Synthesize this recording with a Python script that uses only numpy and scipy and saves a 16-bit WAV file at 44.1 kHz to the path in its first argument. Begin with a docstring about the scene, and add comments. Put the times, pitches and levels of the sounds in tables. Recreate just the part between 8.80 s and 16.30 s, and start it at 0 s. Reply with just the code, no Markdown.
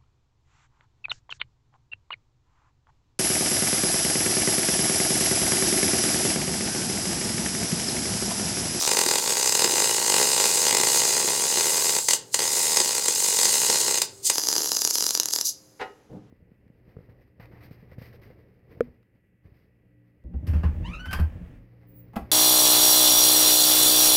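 """A crackle of pops opens the scene: a wire-feed welder runs three beads on a steel pipe, the last at a new spot.
The wire shorts and blows free some 70 times a second: each rupture is an impulse with a spray of noise.
Filtered noise hisses between them. Pipe and bench filter the arc, the bore rings and the shop echoes.
Between beads the arc flares or dies; at the end something scrapes on the bench and thumps.
The welder's fan, noise and a few wavering tones, runs throughout."""
import sys
import numpy as np
from scipy import signal
from scipy.fft import rfft, irfft
from scipy.io import wavfile
from scipy.ndimage import map_coordinates

SR = 44100
rng = np.random.default_rng(int(sys.argv[2]) if len(sys.argv) > 2 else 0)


def waveform_to_disk(signal):
    """Save audio, clipped to [-1, 1], as 16-bit WAV at the path in sys.argv[1]."""
    frames = np.transpose(np.atleast_2d(signal))
    scaled = np.clip(frames, -1, 1) * 32767
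    samples = np.round(scaled).astype(np.int16)
    wavfile.write(sys.argv[1], SR, samples)


N = 330750
TIME = np.arange(N) / SR  # seconds

# Source levels are relative: filters, echoes and mix gains act on them afterwards.
# loudest pops of the wire blowing free: time_s, level_db (over POP_S)
LOUD_POPS = [(0.0750, -16.5), (0.114, -17), (.1327, -17.5), (0.1693, -15), (0.189, -14.5), (0.2129, -15.5),
             (0.2358, -19), (0.2620, -16), (0.2866, -17), (0.311, -14.5), (0.3363, -18), (0.3556, -14.5),
             (.3825, -18), (0.4756, -18), (.6585, -16.5), (0.6744, -17), (0.6926, -17), (0.7225, -15),
             (0.7507, -14), (0.7924, -14.5), (0.8196, -15), (0.8429, -13), (1.0008, -18), (1.0415, -17),
             (1.2986, -16), (1.3405, -14), (1.3634, -16.5), (1.3816, -15), (1.5775, -17), (1.5995, -14),
             (1.6398, -15), (1.6545, -13.5), (1.8515, -17), (1.8663, -15.5), (1.926, -15), (1.9477, -14),
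             (1.9686, -12.5), (1.9985, -15.5), (2.0334, -15), (2.0696, -16), (2.7717, -18), (2.8077, -17),
             (3.0926, -18), (3.164, -17), (3.1855, -19), (3.2852, -9.5), (3.3076, -11), (3.333, -10.5),
             (3.543, -9.5), (3.5905, -18), (3.9700, -11), (4.0010, -12), (4.1796, -17.5), (4.2575, -16.5),
             (4.2820, -10.5), (4.358, -20), (4.588, -14), (4.631, -12.5), (4.6535, -13), (4.7543, -16),
             (4.8165, -16.5), (4.8993, -13), (4.9564, -16.5), (5.2175, -11), (5.4985, -9), (5.557, -24),
             (5.5821, -17.5), (5.6866, -16.5), (5.728, -20), (5.764, -21.5), (5.7811, -20.5), (5.859, -23),
             (5.893, -25.5), (5.9182, -17.5), (5.9685, -17.5), (6.019, -18.5), (6.05, -15.5), (6.075, -18),
             (6.109, -18.5), (6.1554, -18), (6.1837, -20), (6.2074, -20.5), (6.2248, -19), (6.2414, -21),
             (6.2657, -16.5), (6.2913, -21.5), (6.3074, -18), (6.3508, -16), (6.375, -20.5),
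             (6.3993, -12.5), (6.433, -24), (6.457, -19), (6.4863, -23.5), (6.5362, -17.5), (6.5612, -19.5),
             (6.587, -22.5), (6.6116, -18.5)]
POP_S = .004  # span over which the level of a pop is reckoned
# hollow booms, where the arc blows through into the pipe: time_s, level_db (over POP_S)
BOOMS = [(.2645, -21), (.851, -22), (.934, -25), (1.929, -25), (2.001, -24), (2.445, -26), (2.774, -26),
         (4.008, -28), (4.286, -28), (4.897, -23), (5.782, -29)]
# a soft low thud where the colour of the arc changes: time_s, level_db (over POP_S)
LOW_THUD = (.0735, -41)

# beads from the wire's first dip into the pool to its last:
# time_s, short_circuit_rate_hz, crackle_db, hiss_db, pop_low_body_db
FIRST_BEAD = [(0, 83, -25, -24.5, 2.5), (.11, 41, -22.5, -27.5, 2.5), (.35, 45.5, -21, -27.5, 1.5),
              (.45, 69, -21, -26, 2), (.72, 47, -20, -27, -3), (.88, 72, -22.5, -26, 3),
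              (1.0, 54, -19.5, -24, 3), (1.14, 69, -22, -24, 2), (1.33, 46, -20, -24.5, 3),
              (1.45, 94, -20.5, -23, 2.5), (1.62, 87.5, -19, -23.5, -.5), (1.78, 85, -22, -23, -1.5),
              (2.0, 53, -18.5, -27, 1), (2.16, 86, -20, -20.5, 2), (2.55, 89.5, -24.5, -24, 2.5),
              (2.9, 75.6, -21.5, -24.5, 0.5), (3.2, 66, -23, -26.5, -0.5)]
SECOND_BEAD = [(3.59, 78.3, -19.5, -30.5, -2), (3.75, 82.6, -27, -23.5, 0),
               (4.0, 69.94, -19.5, -25.5, -2.5), (4.2, 53.6, -22.5, -26, -3.5),
               (4.35, 46.5, -25, -25.5, -8), (4.44, 79.5, -20.5, -23, -2.5), (4.7, 61.8, -21, -22, -4),
               (5.0, 66.1, -23, -22, -1.5), (5.2, 76, -20, -28.5, -3.5)]
THIRD_BEAD = [(5.53, 50, -29, -32, 0.5), (5.8, 80, -26, -29.5, 2), (6.0, 33.8, -30, -29.5, -4.5),
              (6.1, 28, -29, -31, -3.5), (6.16, 38.44, -26, -28.5, -3), (6.36, 32.3, -26, -34, -5),
              (6.42, 32, -28, -61, -8.5), (6.49, 32, -32, -40, -6), (6.52, 28, -28, -30, -6.5),
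              (6.611, 32, -33, -34, 1)]
BEADS = [FIRST_BEAD, SECOND_BEAD, THIRD_BEAD]
ARC = FIRST_BEAD + SECOND_BEAD + THIRD_BEAD
# hiss outside the dipping, the arc burning free or, at -53 dB, the gas flowing on: start_s, end_s, hiss_db
FREE_HISSES = [(3.2, 3.29, -32.5), (3.3, 3.35, -27.5), (3.535, 3.59, -32.5), (5.2, 5.245, -35),
               (5.3, 5.43, -53), (5.454, 5.48, -21), (6.655, 6.695, -27)]
# torch at the pipe's mouth: start_s, end_s
MOUTH_SPAN = (.072, 5.515)

# colour of the arc in the opening moments: frequency_hz, gain_db
START_COLOUR = [(60, -33), (280, 0), (1270, 3), (1500, -7), (3200, -1), (6100, 5), (15000, -9)]
# colour of the arc at the pipe's mouth: frequency_hz, gain_db
MOUTH_COLOUR = [(40, -30), (80, -28), (125, -6), (170, -8), (240, -6.3), (300, -9.3), (700, -4.3),
                (1400, -3.8), (3200, -6.5), (4300, -1.5), (7600, -8.5), (10000, -6.3), (13000, -12.5),
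                (15700, -12)]
# colour of the arc on the pipe's back: frequency_hz, gain_db
BACK_COLOUR = [(40, -52), (150, -15), (220, -11), (310, -10.5), (1500, -5), (2400, -11.5), (3700, -6.5),
               (5000, -3.5), (8400, -6.5), (10300, -2), (12000, -7.5), (15700, -8)]
# resonances and hollows of pipe, nozzle and bench at the mouth: frequency_hz, width_hz, lift_db
MOUTH_RINGS = [(282, 25, -7), (418, 235, 14.8), (730, 70, -4), (890, 216, 10.5), (1127, 60, 4),
               (1237, 92, -7.5), (1750, 70, -6), (1994, 290, 7.3), (2240, 70, -5), (2470, 76, 4),
               (3060, 43, -7), (2882, 240, 7), (5020, 190, 6.5), (5560, 60, -3), (6200, 340, 7.5),
               (6593, 283, 9.5), (7155, 340, 10.5), (7656, 260, 12), (8060, 610, 5.0), (8626, 640, 9),
               (9300, 210, 5.5), (10596, 530, 4.5), (11800, 270, 5.5), (12470, 181.0, 8), (14300, 730, 7)]
# the same on the back: frequency_hz, width_hz, lift_db
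BACK_RINGS = [(311, 33, 9.3), (435, 246, 11.5), (900, 300, 7), (2850, 150, 6), (4120, 140, 6),
              (4880, 400, 8.5), (5220, 260, 7.5), (5400, 90, -7), (5860, 330, 10), (6400, 320, 11),
              (6940, 250, 10), (7460, 330, 9), (7700, 200, -5), (9330, 200, -5), (11250, 550, 9.5),
              (11870, 260, -6), (12770, 800, 6.5)]
# air in the pipe's bore: frequency_hz, level_db, t60_s
BORE_MODES = [(385, 0, .06), (445, -1, .06), (880, -9, .03)]
# reverberation of the shop: frequency_hz, t60_s
SHOP_T60 = [(150, 0.73), (1000, 0.3), (5000, 0.26), (9000, 0.18), (15000, 0.11)]

# rush of the fan: frequency_hz, gain_db
FAN_COLOUR = [(25, -22), (60, -5), (110, -2), (400, -8.5), (2200, -21), (6000, -31), (15000, -58)]
# tones of the fan: frequency_hz, torch_at_mouth_db, torch_elsewhere_db
FAN_TONES = [(120, -66, -71.5), (302, -68, -66.5), (391, -58.5, -73), (528, -68.5, -72.5)]

# scrape on the bench: start_s, swell_s, hold_s, decay_s, level_db
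SCRAPE = (6.992, .024, .004, .011, -29.5)
# shuffle on the bench: start_s, swell_s, hold_s, decay_s, level_db
SHUFFLE = (7.288, .025, .06, .016, -44.5)
# soft knocks during the shuffle: start_s, pitch_hz, peak_db
THUMPS = [(7.312, 130, -38.5), (7.343, 190, -38), (7.368, 300, -40.5), (7.425, 118, -49)]
# what the scrape rings in the bench: frequency_hz, level_db, t60_s
BENCH_MODES = [(481, 1, .26), (748, 1, .21), (856, -3, .17), (910, -6, .24), (985, -4, .2), (1265, -9, .26),
               (1427, -8, .26), (1905, -2, .2), (1995, -4, .18), (2643, -6, .12), (2880, -14, .18)]
# colour of the scrape: frequency_hz, gain_db
SCRAPE_COLOUR = [(90, -34), (240, -15), (490, -1), (610, -9), (750, -2), (950, -4), (1200, -12),
                 (1950, -7.5), (3000, -19), (4500, -25), (13000, -52)]
# colour of the shuffle: frequency_hz, gain_db
SHUFFLE_COLOUR = [(35, -17), (80, -5), (135, -2.5), (380, -7), (490, -2), (640, -17), (760, -8), (950, -22),
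                  (2000, -41), (13000, -56)]

RISE_DB_PER_S, FALL_DB_PER_S = 897, 698  # how fast each span of hiss comes up and dies
HISS_DB = -0.6  # gain of the hiss against the pops
GAS_DB, BLEED_DB_PER_S = -57, 36.5  # shielding gas alone, and its fall after the last free hiss
STRIKE_BODY_DB = -8  # low body of pops on cold metal between beads
TOP_HZ = 15850  # upper limit of the microphone


def undb(db):
    """Decibels to amplitude ratio."""
    return 10 ** (np.asarray(db) / 20)


def curve(table, axis=1):
    """Linear interpolation in time of one column of a table."""
    rows = np.array(table)
    return np.interp(TIME, rows[:, 0], rows[:, axis])


def over_hz(hz, points):
    """Linear interpolation on a logarithmic frequency axis."""
    f, value = np.transpose(points)
    return np.interp(np.log(hz + 1), np.log(f), value)


def unit(x):
    """Normalisation to rms 1."""
    return x / np.sqrt(np.mean(x ** 2))


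def walk(rate):
    """Slow random modulation: straight lines between normal random knots, rate knots per second."""
    knots = rng.standard_normal(N // 20)
    return 1.03 * np.interp(TIME * rate, np.arange(len(knots)), knots)


def cut(x, hz, kind, order=2):
    """Butterworth low-pass or high-pass filtering."""
    return signal.sosfilt(signal.butter(order, min(hz, SR * .45), kind, fs=SR, output="sos"), x)


def through(x, response):
    """Convolution of a sound with an impulse response."""
    return signal.fftconvolve(x, response)[:N]


def body(colour, rings=(), size=4096):
    """Minimum-phase filter of unit energy: a smooth colour plus bell-shaped resonances, by folded cepstrum."""
    hz = np.fft.rfftfreq(size, 1 / SR)
    resonance_db = sum(lift / (1 + (2 * (hz - f) / width) ** 2) for f, width, lift in rings)
    cepstrum = irfft(np.log(undb(over_hz(hz, colour) + resonance_db)))
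    cepstrum[1:size // 2] *= 2
    cepstrum[size // 2 + 1:] = 0
    response = irfft(np.exp(rfft(cepstrum)))
    return response / np.linalg.norm(response)


def ringing(modes):
    """Modal response of unit energy: exponentially decaying sines."""
    t = TIME[:SR // 2]
    ring = sum(undb(db - 60 * t / t60) * np.sin(2 * np.pi * hz * t) for hz, db, t60 in modes)
    return ring / np.linalg.norm(ring)


def bounce(x, lag_ms, direct):
    """All-pass reflection between two close surfaces: an inverted direct share, then fading repeats."""
    taps = np.zeros(int(lag_ms * SR / 1000) + 1)
    taps[0], taps[-1] = 1, -direct
    return signal.lfilter(taps[::-1], taps, x)


def impulses(times, sizes):
    """Impulsive excitation: one single-sample crack for each time and size."""
    cracks = np.zeros(N)
    np.add.at(cracks, np.clip(times * SR, 0, N - 1).astype(int), sizes * np.sqrt(POP_S * SR))
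    return cracks


def in_bead():
    """Gating by the dipping wire: 1 within a bead, else 0."""
    return sum((TIME > bead[0][0]) & (TIME < bead[-1][0]) for bead in BEADS)


def at_mouth():
    """Gating by torch position: 1 at the pipe's mouth, else 0."""
    return 1. * (TIME > MOUTH_SPAN[0]) * (TIME < MOUTH_SPAN[1])


def short_circuits(jitter_cycles=.18, scatter_db=2.0, delay_db_per_cycle=-1.0):
    """Jittered relaxation cycle: lesser pops fill the gaps between loud ones at the wire's dipping rate."""
    loud_s, loud_level = np.transpose(LOUD_POPS)
    s, rate, crackle_db = np.transpose(ARC)[:3]
    slots = []
    for bead in BEADS:
        start, end = bead[0][0], bead[-1][0]
        edges = np.r_[start, np.sort(loud_s[(loud_s > start) & (loud_s < end)]), end]
        for a, b in zip(edges, edges[1:]):
            dips = max(round((b - a) * np.interp(a, s, rate)), 1)
            slots.extend(np.linspace(a, b, dips + 1)[1:-1])
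    late, strong = (np.interp(slots, TIME, walk(100)) for _ in range(2))
    delay = jitter_cycles * late
    lesser_s = slots + delay / np.interp(slots, s, rate)
    # a delayed pop is slightly weaker
    lesser_level = np.interp(slots, s, crackle_db) + delay_db_per_cycle * delay + scatter_db * strong
    return np.r_[loud_s, lesser_s], undb(np.r_[loud_level, lesser_level])


def pops(times, sizes, spray=0.47, spray_s=0.0011, spray_hz=2600,
         body_db=0.8, body_hz=2800, dull_hz=12000, droplet_db=1.8):
    """Rupture of molten bridges: a crack and a decaying bright spray, spread by nozzle and joint."""
    cracks = impulses(times, sizes)
    fade = np.exp(-TIME[:1024] / spray_s)
    spray_envelope = through(cracks, fade / np.linalg.norm(fade))
    spatter = cut(spray_envelope * rng.standard_normal(N), spray_hz, "high")
    burst = cut(cracks + spray * spatter, dull_hz, "low", order=1) / np.hypot(1, spray / 2)
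    burst = bounce(burst, lag_ms=.07, direct=.6)
    burst = bounce(burst, lag_ms=.16, direct=.45)
    pool_db = np.where(in_bead(), curve(ARC, axis=4), STRIKE_BODY_DB)
    low_lift = undb(body_db + pool_db + droplet_db * walk(60)) - 1
    return burst + low_lift * cut(burst, body_hz, "low", order=1)


def snap(burst, low_hz=3700, high_hz=6500, snap_db=2.8):
    """Band emphasis: the crack of a pop is strengthened in the low treble."""
    band = signal.butter(1, [low_hz, high_hz], "band", fs=SR, output="sos")
    return burst + (undb(snap_db) - 1) * signal.sosfilt(band, burst)


def rise_and_fall(start, end):
    """Linear attack and decay in decibels: a hiss comes up, holds and dies."""
    return -RISE_DB_PER_S * np.maximum(start - TIME, 0) - FALL_DB_PER_S * np.maximum(TIME - end, 0)


def hiss_level(bead_db=-1.5):
    """Dominance of the strongest source, in dB: beads and free hisses over gas that bleeds away at the end."""
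    beads = [curve(bead, axis=3) + bead_db + rise_and_fall(bead[0][0], bead[-1][0]) for bead in BEADS]
    free = [db + rise_and_fall(start, end) for start, end, db in FREE_HISSES]
    gas = GAS_DB - BLEED_DB_PER_S * np.maximum(TIME - FREE_HISSES[-1][1], 0)
    return np.max(beads + free + [gas], axis=0)


def hiss(times, low_hz=4050, high_hz=13500, rumble_db=-24, boil_db=13, back_boil_db=8,
         grain_db=2.5, flutter_db=1.0, slow_hz=62, weave_db=3):
    """Amplitude-modulated noise: within a bead the sizzle sinks after each pop and grows until the next."""
    phase = np.interp(TIME, np.sort(times), np.arange(len(times))) % 1
    dipping = in_bead()
    # the slower the wire dips, the further the arc sinks in each cycle and the more it sputters
    depth = dipping * slow_hz / curve(ARC)
    swing_db = np.interp(phase, [0, .04, .25, .55, 1], [1.5, -4.5, -4.5, .5, 3])
    cycle_db = depth * (swing_db + flutter_db * walk(170))
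    sizzle = cut(rng.standard_normal(N), low_hz, "high", order=4)
    sizzle = unit(cut(sizzle, high_hz, "low", order=1))
    # at the mouth the top of the hiss swells and sinks as the torch weaves
    top_lift = undb(weave_db * at_mouth() * walk(5.21)) - 1
    sizzle = sizzle + top_lift * cut(sizzle, 11000, "high", order=1)
    # the pool boils while the wire dips, filling the middle range
    rush_db = rumble_db + dipping * np.where(at_mouth(), boil_db, back_boil_db)
    rush = undb(rush_db) * rng.standard_normal(N)
    return (sizzle + rush) * undb(hiss_level() + cycle_db + grain_db * walk(1400))


def torch(x, share=.2, lag_ms=.7, sway=.3, sway_hz=4):
    """Comb interference: a reflection off the moving torch and glove keeps shifting the arc's colour."""
    lag = lag_ms * SR / 1000 * np.exp(sway * walk(sway_hz))
    return x + share * map_coordinates(cut(x, 2000, "high"), [np.arange(N) - lag], order=1)


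def shop(x, room_db=0, late_db=-11.0, early_db=-11, early_s=0.013, gap_s=0.00396):
    """Reverberation: early scatter off welder, screen and floor, then a tail that is shorter in the treble."""
    t = TIME[:SR * 3 // 4]
    hz = np.fft.rfftfreq(len(t), 1 / SR)
    noise = rfft(rng.standard_normal(len(t)))
    centres = [f for f, _ in SHOP_T60]
    late = 0
    for share, (_, t60) in zip(np.eye(len(centres)), SHOP_T60):
        band = irfft(noise * over_hz(hz, list(zip(centres, share))), len(t))
        late = late + band * np.exp(-np.log(1000) * t / t60)
    early = rng.standard_normal(len(t)) * np.exp(-t / early_s)
    parts = [(early * (t > gap_s), early_db), (late * (t > 2 * gap_s), late_db)]
    response = sum(undb(db) * part / np.linalg.norm(part) for part, db in parts)
    return x + undb(room_db) * through(x, response)


def weld(mouth_db=-1.0, back_db=0, start_db=-1, back_room_db=-2.5):
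    """Source and filter: the bench echoes the arc closely at the mouth; elsewhere it is in plain view, drier."""
    times, sizes = short_circuits()
    arc = torch(snap(pops(times, sizes)) + hiss(times) * undb(HISS_DB))
    start = through(arc * (TIME <= MOUTH_SPAN[0]), body(START_COLOUR))
    mouth = through(arc * at_mouth(), body(MOUTH_COLOUR, MOUTH_RINGS))
    mouth = bounce(mouth, lag_ms=1.85, direct=0.5)
    back = through(arc * (TIME >= MOUTH_SPAN[1]), body(BACK_COLOUR, BACK_RINGS))
    near_pipe = shop(undb(mouth_db) * mouth + bore(times, sizes))
    in_view = shop(undb(start_db) * start + undb(back_db) * back, room_db=back_room_db)
    return near_pipe + in_view


def fan(wander_rad=0.83, air_db=-62, waver_db=2, nearer_db=4):
    """Broadband flow noise and phase-wandering tones: the rush is louder while the torch is at the mouth."""
    near = at_mouth()
    rush = through(rng.standard_normal(N), body(FAN_COLOUR))
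    sound = rush * undb(air_db + nearer_db * near + 0.58 * walk(5))
    for hz, mouth_db, elsewhere_db in FAN_TONES:
        level_db = np.where(near, mouth_db, elsewhere_db) + waver_db * walk(4.1)
        sound = sound + undb(level_db) * unit(np.sin(2 * np.pi * hz * TIME + wander_rad * walk(9)))
    return sound


def bore(times, sizes, stir_db=-21, low_hz=230):
    """Cavity resonance: pops at the mouth stir the bore; those that blow through the joint make it boom."""
    s, db = np.transpose(BOOMS)
    push = impulses(s, undb(db)) + undb(stir_db) * at_mouth() * impulses(times, sizes)
    return cut(through(push, ringing(BORE_MODES)), low_hz, "high")


def low_thud(high_hz=110):
    """Low-passed impulse: one soft low thud."""
    s, db = np.transpose([LOW_THUD])
    return cut(impulses(s, undb(db)), high_hz, "low") * np.sqrt(SR / 2 / high_hz)


def rub(start, swell_s, hold_s, decay_s, db, grain_db=2):
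    """Friction noise: a dense run of tiny contacts that swells, holds and dies."""
    age = TIME - start
    push = np.clip(age / swell_s, 0, 1) * np.exp(-np.maximum(age - swell_s - hold_s, 0) / decay_s)
    return undb(db) * push * unit(rng.standard_normal(N) * undb(grain_db * walk(500)))


def thump(start, hz, db, swell_s=.007):
    """Damped oscillation: a soft knock of a few low cycles that swell and die."""
    age = np.maximum(TIME - start, 0)
    return undb(db) * age / swell_s * np.exp(1 - age / swell_s) * np.sin(2 * np.pi * hz * age)


def handling(ring_db=-4):
    """Modal excitation by friction: a scrape rings the steel bench; then a shuffle with soft thumps."""
    scrape = through(rub(*SCRAPE), body(SCRAPE_COLOUR))
    bench = undb(ring_db) * through(rub(*SCRAPE), ringing(BENCH_MODES))
    shuffle = through(rub(*SHUFFLE), body(SHUFFLE_COLOUR))
    return scrape + bench + shuffle + sum(thump(*row) for row in THUMPS)


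def scene():
    """Superposition: weld and handling in the shop, over the fan."""
    return (weld() + fan() + low_thud() + shop(handling()))[None]


def record(dry):
    """Saturation and band limiting: the microphone rounds the sharpest pops and cuts the top."""
    rounded = .8 * np.tanh(dry / .8)
    return signal.sosfilt(signal.ellip(10, .2, 70, TOP_HZ, fs=SR, output="sos"), rounded)


dry = scene()
out = record(dry)
waveform_to_disk(out)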